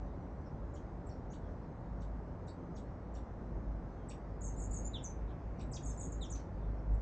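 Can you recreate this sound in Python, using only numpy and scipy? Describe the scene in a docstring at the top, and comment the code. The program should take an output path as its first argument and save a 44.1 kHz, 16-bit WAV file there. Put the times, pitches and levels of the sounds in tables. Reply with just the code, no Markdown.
"""A hummingbird hovers at a feeder by a house wall, its wing strokes humming over a low outdoor rumble,
a far engine, faint peeps and a thin hiss like that of compressed audio. Single V-shaped chips soon come
from farther off. From 4.4 s come two runs of high, whistled chittering, and a lower-voiced bird slurs
once in each; the walls throw the calls back. Near the end feathers snap twice as the bird flies up,
and the hum is loudest as it comes close."""
import sys
import numpy as np
from scipy import signal
from scipy.fft import rfft, irfft, next_fast_len
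from scipy.io import wavfile
from scipy.ndimage import uniform_filter1d

SR = 44100
rng = np.random.default_rng(int(sys.argv[2]) if len(sys.argv) > 2 else 0)


def dump(signal):
    """Clip the signal to [-1, 1] and save it as 16-bit WAV at the path in sys.argv[1]."""
    limited = np.clip(np.atleast_2d(signal).T, -1, 1)
    pcm = np.round(limited * 32767).astype(np.int16)
    wavfile.write(sys.argv[1], SR, pcm)


N = 309141
TIME = np.arange(N) / SR

# Wingbeat. Each row: time in seconds, stroke rate in Hz.
STROKE_RATE = [(0.0, 48.4), (0.29, 55.9), (0.41, 52.24), (1.0, 55.45), (1.17, 45.7), (1.4, 46.76),
               (1.81, 52.63), (3.22, 54.77), (3.32, 52.28), (4.12, 50.24), (5.5, 55.6), (7.01, 50.6)]
# Hum partials. Each row: multiple of the stroke rate, relative level in dB.
WING_PARTIALS = [(.5, -19.5), (1, 1), (1.5, -19.5), (2, -14), (3, -26.5), (4, -30), (5, -27)]
# Hum envelope. 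Each row: time in seconds, relative level in dB.
WING_LEVEL = [(0.0, -38), (0.06, -44.5), (0.19, -72), (0.29, -54), (0.41, -51.5), (0.68, -43), (0.84, -55),
              (0.88, -50), (1.6, -51), (1.79, -68), (1.83, -47), (2.15, -41), (2.52, -63), (2.85, -48),
              (2.91, -51), (2.95, -52), (3.24, -39.5), (3.26, -53), (3.53, -46), (3.57, -37), (3.63, -60),
              (3.69, -40), (3.9, -49), (4.65, -42), (4.71, -38), (5.06, -48.5), (5.09, -66), (5.19, -41),
              (5.33, -41), (5.39, -57), (5.46, -38.5), (5.58, -54), (5.64, -41.5), (5.82, -60),
              (5.88, -37.5), (6.09, -50), (6.21, -35.5), (6.29, -46.5), (6.35, -34.5), (6.44, -51),
              (6.66, -35.5), (6.83, -40), (6.93, -29), (7.01, -38)]


def wings(gain_db=-2, flutter_db=2, flutter_hz=7, wander_hz=1.502):
    """Up- and downstroke each push the air once; their slight inequality gives half multiples."""
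    stroke_hz = curve(STROKE_RATE) + wander_hz * drift(6, N)
    phase = 2 * np.pi * np.cumsum(stroke_hz) / SR
    hum = sum(from_db(db) * np.sin(k * phase + rng.uniform(0, 2 * np.pi)) for k, db in WING_PARTIALS)
    level_db = curve(WING_LEVEL) + flutter_db * np.minimum(drift(flutter_hz, N), 1)
    return np.sqrt(2) * from_db(level_db + gain_db) * hum


def whistle(shape, ratio=1, octave_db=-40, jitter=.012, uneven_db=2, edge_s=.0015):
    """One syrinx note: an unsteady gliding sine with its octave. Jitter is a fraction of the pitch."""
    s, hz, db = np.transpose(shape)
    t = np.arange(0, s[-1], 1 / SR)
    glide_hz = uniform_filter1d(np.interp(t, s, hz), size=88, mode="nearest")
    pitch_hz = glide_hz * ratio * (1 + jitter * drift(500, len(t)))
    phase = 2 * np.pi * np.cumsum(pitch_hz) / SR
    edges = np.sin(np.clip(np.minimum(t, t[-1] - t) / edge_s, 0, 1) * np.pi / 2) ** 2
    level = edges * from_db(np.interp(t, s, db) + uneven_db * drift(200, len(t)))
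    return np.sqrt(2) * level * (np.sin(phase) + from_db(octave_db) * np.sin(2 * phase))


# Trill lead-in and U-shaped turn. Each row: offset in seconds, pitch in Hz, relative level in dB.
TRILL_LEAD = [(0, 8000, -16), (.007, 6850, -9.5), (.015, 6810, -5), (.021, 7050, -7), (.027, 7650, -2.5)]
TRILL_TURN = [(0, 8200, -3), (.004, 7060, -2), (.008, 6500, -1), (.013, 6450, -1), (.017, 7000, -3)]


def trill(ratio, lead_s, turn_s, count=3, sag_hz=55, fade_db=1.3):
    """A soft dipping lead-in, then quick turns of pitch, each lower and weaker than the last."""
    turns = [(lead_s + k * turn_s + s, hz - k * sag_hz, db - k * fade_db)
             for k in range(count) for s, hz, db in TRILL_TURN]
    return whistle(TRILL_LEAD + turns, ratio, jitter=.013, uneven_db=4)


# Note shapes. Each row: offset in seconds, pitch in Hz, relative level in dB.
PIP = [(0, 6840, -9), (.003, 6913, -1), (.010, 7060, 4), (0.016, 6950, -1), (0.021, 6140, -7)]
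TICK = [(0, 6920, -23), (.002, 7550, 0), (.006, 7050, -3), (0.013, 6304, -3.5)]
SEEP = [(0, 8600, -6), (.006, 7150, 2), (.011, 6550, 5.5), (.019, 6170, 4), (.027, 5980, 6),
        (.035, 6080, -1), (.044, 6250, -11)]
UPSWEEP = [(0, 6100, -15.5), (.008, 6790, -5), (.012, 7450, -4), (.016, 8300, -4)]
SQUEAL = [(0, 8000, -6), (.013, 8000, -1), (0.016, 6920, -1.5), (.022, 5292, -5), (0.025, 4650, 2),
          (0.028, 6060, 0), (.033, 6400, 0), (.037, 5800, -3), (0.044, 7300, 3.5), (.046, 5840, 2),
          (.05, 4600, -1), (.056, 3480, -2), (.064, 2250, -7)]
# Notes around the trills. Each row: start in seconds, shape, level in dB, pitch ratio, jitter.
CHITTER_NOTES = [(4.845, PIP, -51, 1.01, 0.014), (5.021, UPSWEEP, -63, 1.05, .02),
                 (5.034, SEEP, -54.5, 1.0, 0.011), (5.713, SQUEAL, -56.5, 1.03, 0.077),
                 (6.118, TICK, -54.5, 1.007, .012), (6.296, UPSWEEP, -50.5, 1.04, .015),
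                 (6.308, SEEP, -58, 1, .014)]
# Trills. Each row: start in seconds, level in dB, pitch ratio, lead-in and turn length in seconds.
TRILLS = [(4.406, -54.5, 1, 0.029, .021), (4.561, -56, 1.02, 0.033, 0.021),
          (4.707, -52.5, 1.017, 0.031, .0215), (5.823, -56, .995, .031, .0225),
          (5.971, -53.5, 1.017, 0.029, .023)]


def chitter():
    """Quick runs of trills, pips and falling seeps."""
    out = np.zeros(N)
    for start_s, db, ratio, lead_s, turn_s in TRILLS:
        add(out, start_s, from_db(db) * trill(ratio, lead_s, turn_s))
    for start_s, shape, db, ratio, jitter in CHITTER_NOTES:
        add(out, start_s, from_db(db) * whistle(shape, ratio, jitter=jitter))
    return out


# Slur shape. Each row: offset in seconds, pitch in Hz, relative level in dB.
SLUR_SHAPE = [(0, 4070, -14), (.008, 3930, -5), (.014, 3700, -2), (.027, 3480, -2), (.034, 3240, -8),
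              (.046, 2950, -19), (.06, 2650, -31)]
# Slurs. Each row: start in seconds, level in dB, pitch ratio, length ratio, octave partial in dB.
SLURS = [(4.934, -41.5, 0.98, 0.99, -28), (6.209, -46, 0.99, 1.0, -10)]


def slurs(octave_follows=.25, jitter=.018):
    """Falling notes an octave below the chitter; their own octave stays more even as they swell and fade."""
    out = np.zeros(N)
    for start_s, db, ratio, stretch, octave_db in SLURS:
        note = [(s * stretch, hz, level_db) for s, hz, level_db in SLUR_SHAPE]
        octave = [(s, 2 * hz, octave_db + octave_follows * level_db) for s, hz, level_db in note]
        call = whistle(note, ratio, jitter=jitter) + whistle(octave, ratio, jitter=jitter)
        add(out, start_s, from_db(db) * call)
    return out


# Chips. Each row: start in seconds, first and top pitch in Hz, hold in seconds, lowest pitch in Hz,
# fall in seconds, last pitch in Hz, rise in seconds, level in dB, plunge in dB re that level,
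# end in dB re the plunge, octave partial in dB.
CHIPS = [(0.736, 7000, 7150, 0.013, 2970, 0.016, 3620, 0.011, -72, -5.5, -1, 2),
         (1.061, 7470, 7290, 0.024, 4330, 0.02, 5780, 0.02, -81, 3.5, 4, -12),
         (1.299, 5600, 7170, 0.023, 2785, 0.013, 4860, 0.011, -67.5, -7, 3, -5),
         (2.006, 6570, 6100, 0.005, 2770, 0.016, 3970, 0.0069, -74, -5, -3, -2),
         (2.468, 7140, 7000, 0.0039, 3710, 0.01, 5150, 0.012, -75.5, 5.5, 6, -4),
         (2.748, 6400, 6440, 0.014, 2797, 0.011, 4000, 0.0093, -68.5, -6.5, 2, -1.5),
         (3.136, 7140, 7090, 0.012, 2730, 0.011, 3820, 0.013, -68.5, -8.5, 4, 0),
         (4.083, 8000, 8030, 0.01, 2160, 0.014, 3970, 0.015, -62, -9, -10, -3),
         (5.583, 5610, 6160, 0.0084, 2266, 0.01, 4230, 0.014, -80.5, 6, 9.5, -0.5)]


def chips(onset_db=-9, break_db=-8, bottom_db=-3):
    """Each chip holds high, plunges, breaks off briefly and turns up; a strong octave makes it harsh."""
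    out = np.zeros(N)
    for (start_s, first_hz, top_hz, hold_s, low_hz, fall_s, last_hz, rise_s,
         db, plunge_db, end_db, octave_db) in CHIPS:
        turn_s = hold_s + fall_s
        shape = [(0, first_hz, onset_db),
                 (hold_s / 2, (first_hz + top_hz) / 2, 0),
                 (hold_s, top_hz, 0),
                 (hold_s + fall_s / 2, np.sqrt(top_hz * low_hz), plunge_db),
                 (turn_s - fall_s / 4, low_hz * (top_hz / low_hz) ** (1 / 4), plunge_db + break_db),
                 (turn_s, low_hz, plunge_db + bottom_db),
                 (turn_s + rise_s / 2, np.sqrt(last_hz * low_hz), plunge_db),
                 (turn_s + rise_s, last_hz, plunge_db + end_db)]
        add(out, start_s, from_db(db) * whistle(shape, octave_db=octave_db, jitter=.028, uneven_db=4))
    return out


# Resonances colouring the chips. Each row: centre in Hz, width in Hz, gain in dB.
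SURFACE_RESONANCES = [(2620, 1000, 1), (3690, 490, 0.5), (4480, 130, 2), (5030, 160, -4), (5570, 190, 5.5),
                      (6640, 270, -3), (7610, 290, 5), (8300, 130, 0.5)]


def close_surfaces(x):
    """Close surfaces reinforce some pitches of a sweep, which ring on for an instant."""
    return sum(from_db(db) * signal.lfilter(*signal.iirpeak(hz, hz / width_hz, fs=SR), x)
               for hz, width_hz, db in SURFACE_RESONANCES)


# Feather snaps. Each row: start in seconds, relative level in dB.
SNAPS = [(6.353, -64.5), (6.394, -70)]


def feather_snaps(decay_s=.0071, band_hz=(1900, 6500)):
    """Feathers flick as the bird flies up: a few milliseconds of bright noise."""
    out = np.zeros(N)
    t = np.arange(SR // 20) / SR
    for start_s, db in SNAPS:
        add(out, start_s, from_db(db) * np.exp(-t / decay_s) * rng.standard_normal(len(t)))
    return 2 * signal.sosfilt(signal.butter(2, band_hz, "band", fs=SR, output="sos"), out)


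# Peeps. Each row: start in seconds, pitch in Hz, length in seconds, level in dB, jitter.
PEEPS = [(0.058, 3740, 0.065, -86.5, .008), (0.2, 5960, 0.027, -88, .03), (0.449, 5430, 0.024, -77, 0.035),
         (1.419, 3340, 0.052, -84, .008), (3.978, 3220, 0.089, -88, 0.012), (4.48, 2780, 0.046, -86, .03),
         (4.717, 4457, 0.034, -81, 0.023), (4.913, 3680, 0.025, -84, 0.018),
         (4.976, 5450, 0.029, -81, .015), (5.274, 3750, 0.039, -79, 0.062),
         (5.283, 3220, 0.036, -79, 0.053), (5.868, 3580, 0.062, -81, .05), (5.912, 5470, 0.011, -71, 0.033),
         (6.01, 3700, 0.032, -77.5, 0.052), (6.388, 5680, 0.011, -70, .03), (6.61, 3500, 0.042, -85, 0.036),
         (6.77, 5420, 0.024, -84, .03), (6.93, 7550, 0.023, -81, .02)]


def peeps(droop=.04, ends_db=-5):
    """Short, thin notes of farther birds, sagging a little in pitch."""
    out = np.zeros(N)
    for start_s, hz, length_s, db, jitter in PEEPS:
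        shape = [(0, hz * (1 + droop), ends_db), (length_s / 2, hz, 0), (length_s, hz * (1 - droop), ends_db)]
        add(out, start_s, from_db(db) * whistle(shape, jitter=jitter))
    return out


def distant_birds(floor_db=-106, range_db=8, centre_hz=3700, mean_s=.05, droop=.04, count=90):
    """A haze of short, nearly level calls from all over the neighbourhood."""
    out = np.zeros(N)
    for when, pitch, length, loudness in rng.random((count, 4)):
        hz = centre_hz * 2 ** (pitch - .5)
        length_s = mean_s * (.5 + length)
        shape = [(0, hz * (1 + droop), -10), (length_s / 2, hz, 0), (length_s, hz * (1 - droop), -8)]
        add(out, when * TIME[-1], from_db(floor_db + range_db * loudness) * whistle(shape, jitter=.019))
    return out


# Firing note. Each row: time in seconds, pitch in Hz.
ENGINE_PITCH = [(0, 72), (2.0, 88.7), (4.4, 92.46), (7.0, 103)]


def engine(level_db=-57.5, waver_db=3):
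    """A far engine gathers speed: its low firing note creeps upward and wavers in level."""
    phase = 2 * np.pi * np.cumsum(curve(ENGINE_PITCH)) / SR
    return np.sqrt(2) * from_db(level_db + waver_db * drift(4, N)) * np.sin(phase)


# Rumble spectrum. Each row: frequency in Hz, relative density in dB.
RUMBLE_SPECTRUM = [(24, -10.5), (45, -2), (90, -7), (130, -6), (200, -10), (310, -13.5), (430, -16.5),
                   (620, -18), (950, -23), (1400, -31), (2000, -38.5), (2600, -49), (3400, -53)]
# Drone bands. Each row: centre in Hz, width in Hz, level in dB.
DRONE_BANDS = [(173.5, 10, -59.5), (261.4, 18, -63.5), (341, 8.8, -70), (582, 19, -70)]
# Bass contour. Each row: time in seconds, level in dB before scaling by swell_depth.
BASS_SWELL = [(0.0, -55), (0.06, -48), (2.44, -48.5), (2.56, -55), (2.62, -44), (2.66, -55.5), (2.69, -45),
              (2.93, -50.5), (2.99, -49.5), (3.03, -52), (3.67, -45.5), (3.77, -49.5), (4.41, -50.5),
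              (4.78, -44.5), (4.92, -51), (4.94, -46.5), (5.48, -49.5), (5.78, -43.5), (6.03, -50.5),
              (6.07, -39.5), (6.13, -48.5), (6.89, -47.5), (6.93, -46), (7.01, -50)]


def outdoor_rumble(level_db=-46, swell_depth=.77, bass_hz=300):
    """Distant rumble with a faint wavering drone; the bass rises and sinks, the upper part stays even."""
    rumble = from_db(level_db) * noise(RUMBLE_SPECTRUM)
    for hz, width_hz, db in DRONE_BANDS:
        phase = 2 * np.pi * hz * TIME
        drone = drift(width_hz / 2, N) * np.sin(phase) + drift(width_hz / 2, N) * np.cos(phase)
        rumble += from_db(db) * unit_rms(drone)
    bass = signal.sosfiltfilt(signal.butter(2, bass_hz, fs=SR, output="sos"), rumble)
    contour_db = curve(BASS_SWELL)
    bass_gain = from_db(swell_depth * (contour_db - contour_db.mean()))
    return rumble + (bass_gain - 1) * bass


# Rush spectrum. Each row: frequency in Hz, relative density in dB.
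RUSH_SPECTRUM = [(1400, -3), (2200, -3), (2800, -5)]
# Rush envelope. Each row: time in seconds, level in dB.
RUSH_LEVEL = [(4.2, -95), (4.9, -75.5), (5.5, -76.5), (6.3, -82)]


def rush():
    """A soft, distant rush that swells once and sinks away."""
    return from_db(curve(RUSH_LEVEL)) * noise(RUSH_SPECTRUM)


# Patchy hiss spectrum. Each row: frequency in Hz, relative density in dB.
PATCHY_HISS = [(1800, -9), (2700, -12.5), (3600, -2), (4600, -3), (6300, -3.5), (7200, -11), (7800, -13),
               (9500, -4)]


def patchy_hiss(level_db=-83, flicker_db=2.6, flicker_hz=7, bands=36):
    """Thin hiss with a patchy, band-by-band flicker like that of compressed audio."""
    size = next_fast_len(N)
    spectrum = rfft(noise(PATCHY_HISS), size)
    band = np.searchsorted(np.geomspace(2200, 8000, bands - 1), np.fft.rfftfreq(size, 1 / SR))
    hiss = sum(irfft(spectrum * (band == k), size) * from_db(flicker_db * drift(flicker_hz, size))
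               for k in range(bands))
    return from_db(level_db) * unit_rms(hiss[:N])


# Wide hiss spectrum. Each row: frequency in Hz, relative density in dB.
WIDE_HISS = [(3000, -4), (4500, 3), (5800, -3.5), (6400, -4.5)]


def wide_hiss(level_db=-88.5):
    """Steady, wide stereo hiss at 3-6 kHz, like audio-coder noise."""
    return from_db(level_db) * noise(WIDE_HISS) * np.array([[1], [-1]])


def from_db(db):
    """Decibels to gain."""
    return 10 ** (np.asarray(db) / 20)


def unit_rms(x):
    """Scale to rms 1."""
    return x / np.sqrt(np.mean(x ** 2) + 1e-20)


def curve(points):
    """Interpolate (seconds, value) rows over the scene."""
    return np.interp(TIME, *np.transpose(points))


def add(out, start_s, sound):
    """Mix a sound in at a given time."""
    at = int(start_s * SR)
    out[at:at + len(sound)] += sound[:N - at]


def noise(spectrum):
    """Noise with a given spectrum and steep skirts; rms 1."""
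    hz, db = np.transpose(spectrum)
    size = next_fast_len(N)
    f = np.maximum(np.fft.rfftfreq(size, 1 / SR), 1)
    skirts = 1 / (1 + (hz[0] / f) ** 8) / (1 + (f / hz[-1]) ** 12)
    gain = from_db(np.interp(np.log(f), np.log(hz), db)) * skirts
    return unit_rms(irfft(gain * rfft(rng.standard_normal(size)))[:N])


def drift(rate_hz, size):
    """Smooth random wander with a spread near 1."""
    steps = np.arange(size) / SR * 2 * rate_hz
    return np.interp(steps, np.arange(N // 10), rng.standard_normal(N // 10))


def yard(x, echoes, tail_db, t60_s, build_s, side_db):
    """Direct sound, wall echoes and a diffuse tail that is a little different in each ear."""
    t = np.arange(SR // 2) / SR
    fade = from_db(-60 * t / t60_s) * (1 - np.exp(-t / build_s))
    mid, side = rng.standard_normal((2, len(t))) * fade / np.sqrt(np.sum(fade ** 2)) * from_db(tail_db)
    mid[0] += 1
    for delay_s, db in echoes:
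        mid[int(delay_s * SR)] += from_db(db)
    return np.array([signal.fftconvolve(x, mid + sign * from_db(side_db) * side)[:N] for sign in (1, -1)])


# Wall echoes for near, lower-voiced and far callers. Each row: delay in seconds, gain in dB.
NEAR_ECHOES = [(.0021, -14), (.0047, -7), (.0078, -10), (0.021, -15), (.056, -19)]
SLUR_ECHOES = [(.0115, -17), (.043, -25)]
FAR_ECHOES = [(.0033, -7), (.0095, -10), (0.0184, -11)]


def scene():
    """Near and far callers in the yard, with the wings and the rumble in the centre."""
    near = yard(chitter(), NEAR_ECHOES, tail_db=-2, t60_s=.22, build_s=.003, side_db=-48)
    lower = yard(slurs(), SLUR_ECHOES, tail_db=-6, t60_s=.22, build_s=.0063, side_db=-52)
    chips_and_snaps = close_surfaces(chips()) + feather_snaps()
    far = yard(chips_and_snaps, FAR_ECHOES, tail_db=2, t60_s=.17, build_s=.005, side_db=-22.5)
    farther = yard(peeps(), [], tail_db=3.5, t60_s=.16, build_s=.0065, side_db=-18)
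    haze = yard(distant_birds(), [], tail_db=9, t60_s=.35, build_s=.016, side_db=-17.5)
    birds = from_db(1) * near + from_db(-3.5) * lower + from_db(4.5) * far + from_db(-1) * farther + haze
    return wings() + birds + engine() + outdoor_rumble() + rush() + patchy_hiss() + wide_hiss()


def record(dry, sampling_hz=16000, treble_hz=8400, smoothing_hz=7950, cutoff_hz=9555, hiss_db=-94):
    """A low sampling rate mirrors the treble about 8 kHz; filters leave some image; the circuit hisses."""
    soft = signal.sosfilt(signal.butter(8, treble_hz, fs=SR, output="sos"), dry)
    mirrored = soft * (1 + 2 * np.sin(2 * np.pi * sampling_hz * TIME))
    smooth = signal.sosfilt(signal.butter(18, smoothing_hz, fs=SR, output="sos"), mirrored)
    circuit_hiss = from_db(hiss_db) * noise([(2000, -2.6), (8400, 0), (9500, -.84)])
    return signal.sosfilt(signal.ellip(10, .2, 70, cutoff_hz, fs=SR, output="sos"), smooth + circuit_hiss)


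dry = scene()
out = record(dry)
dump(out)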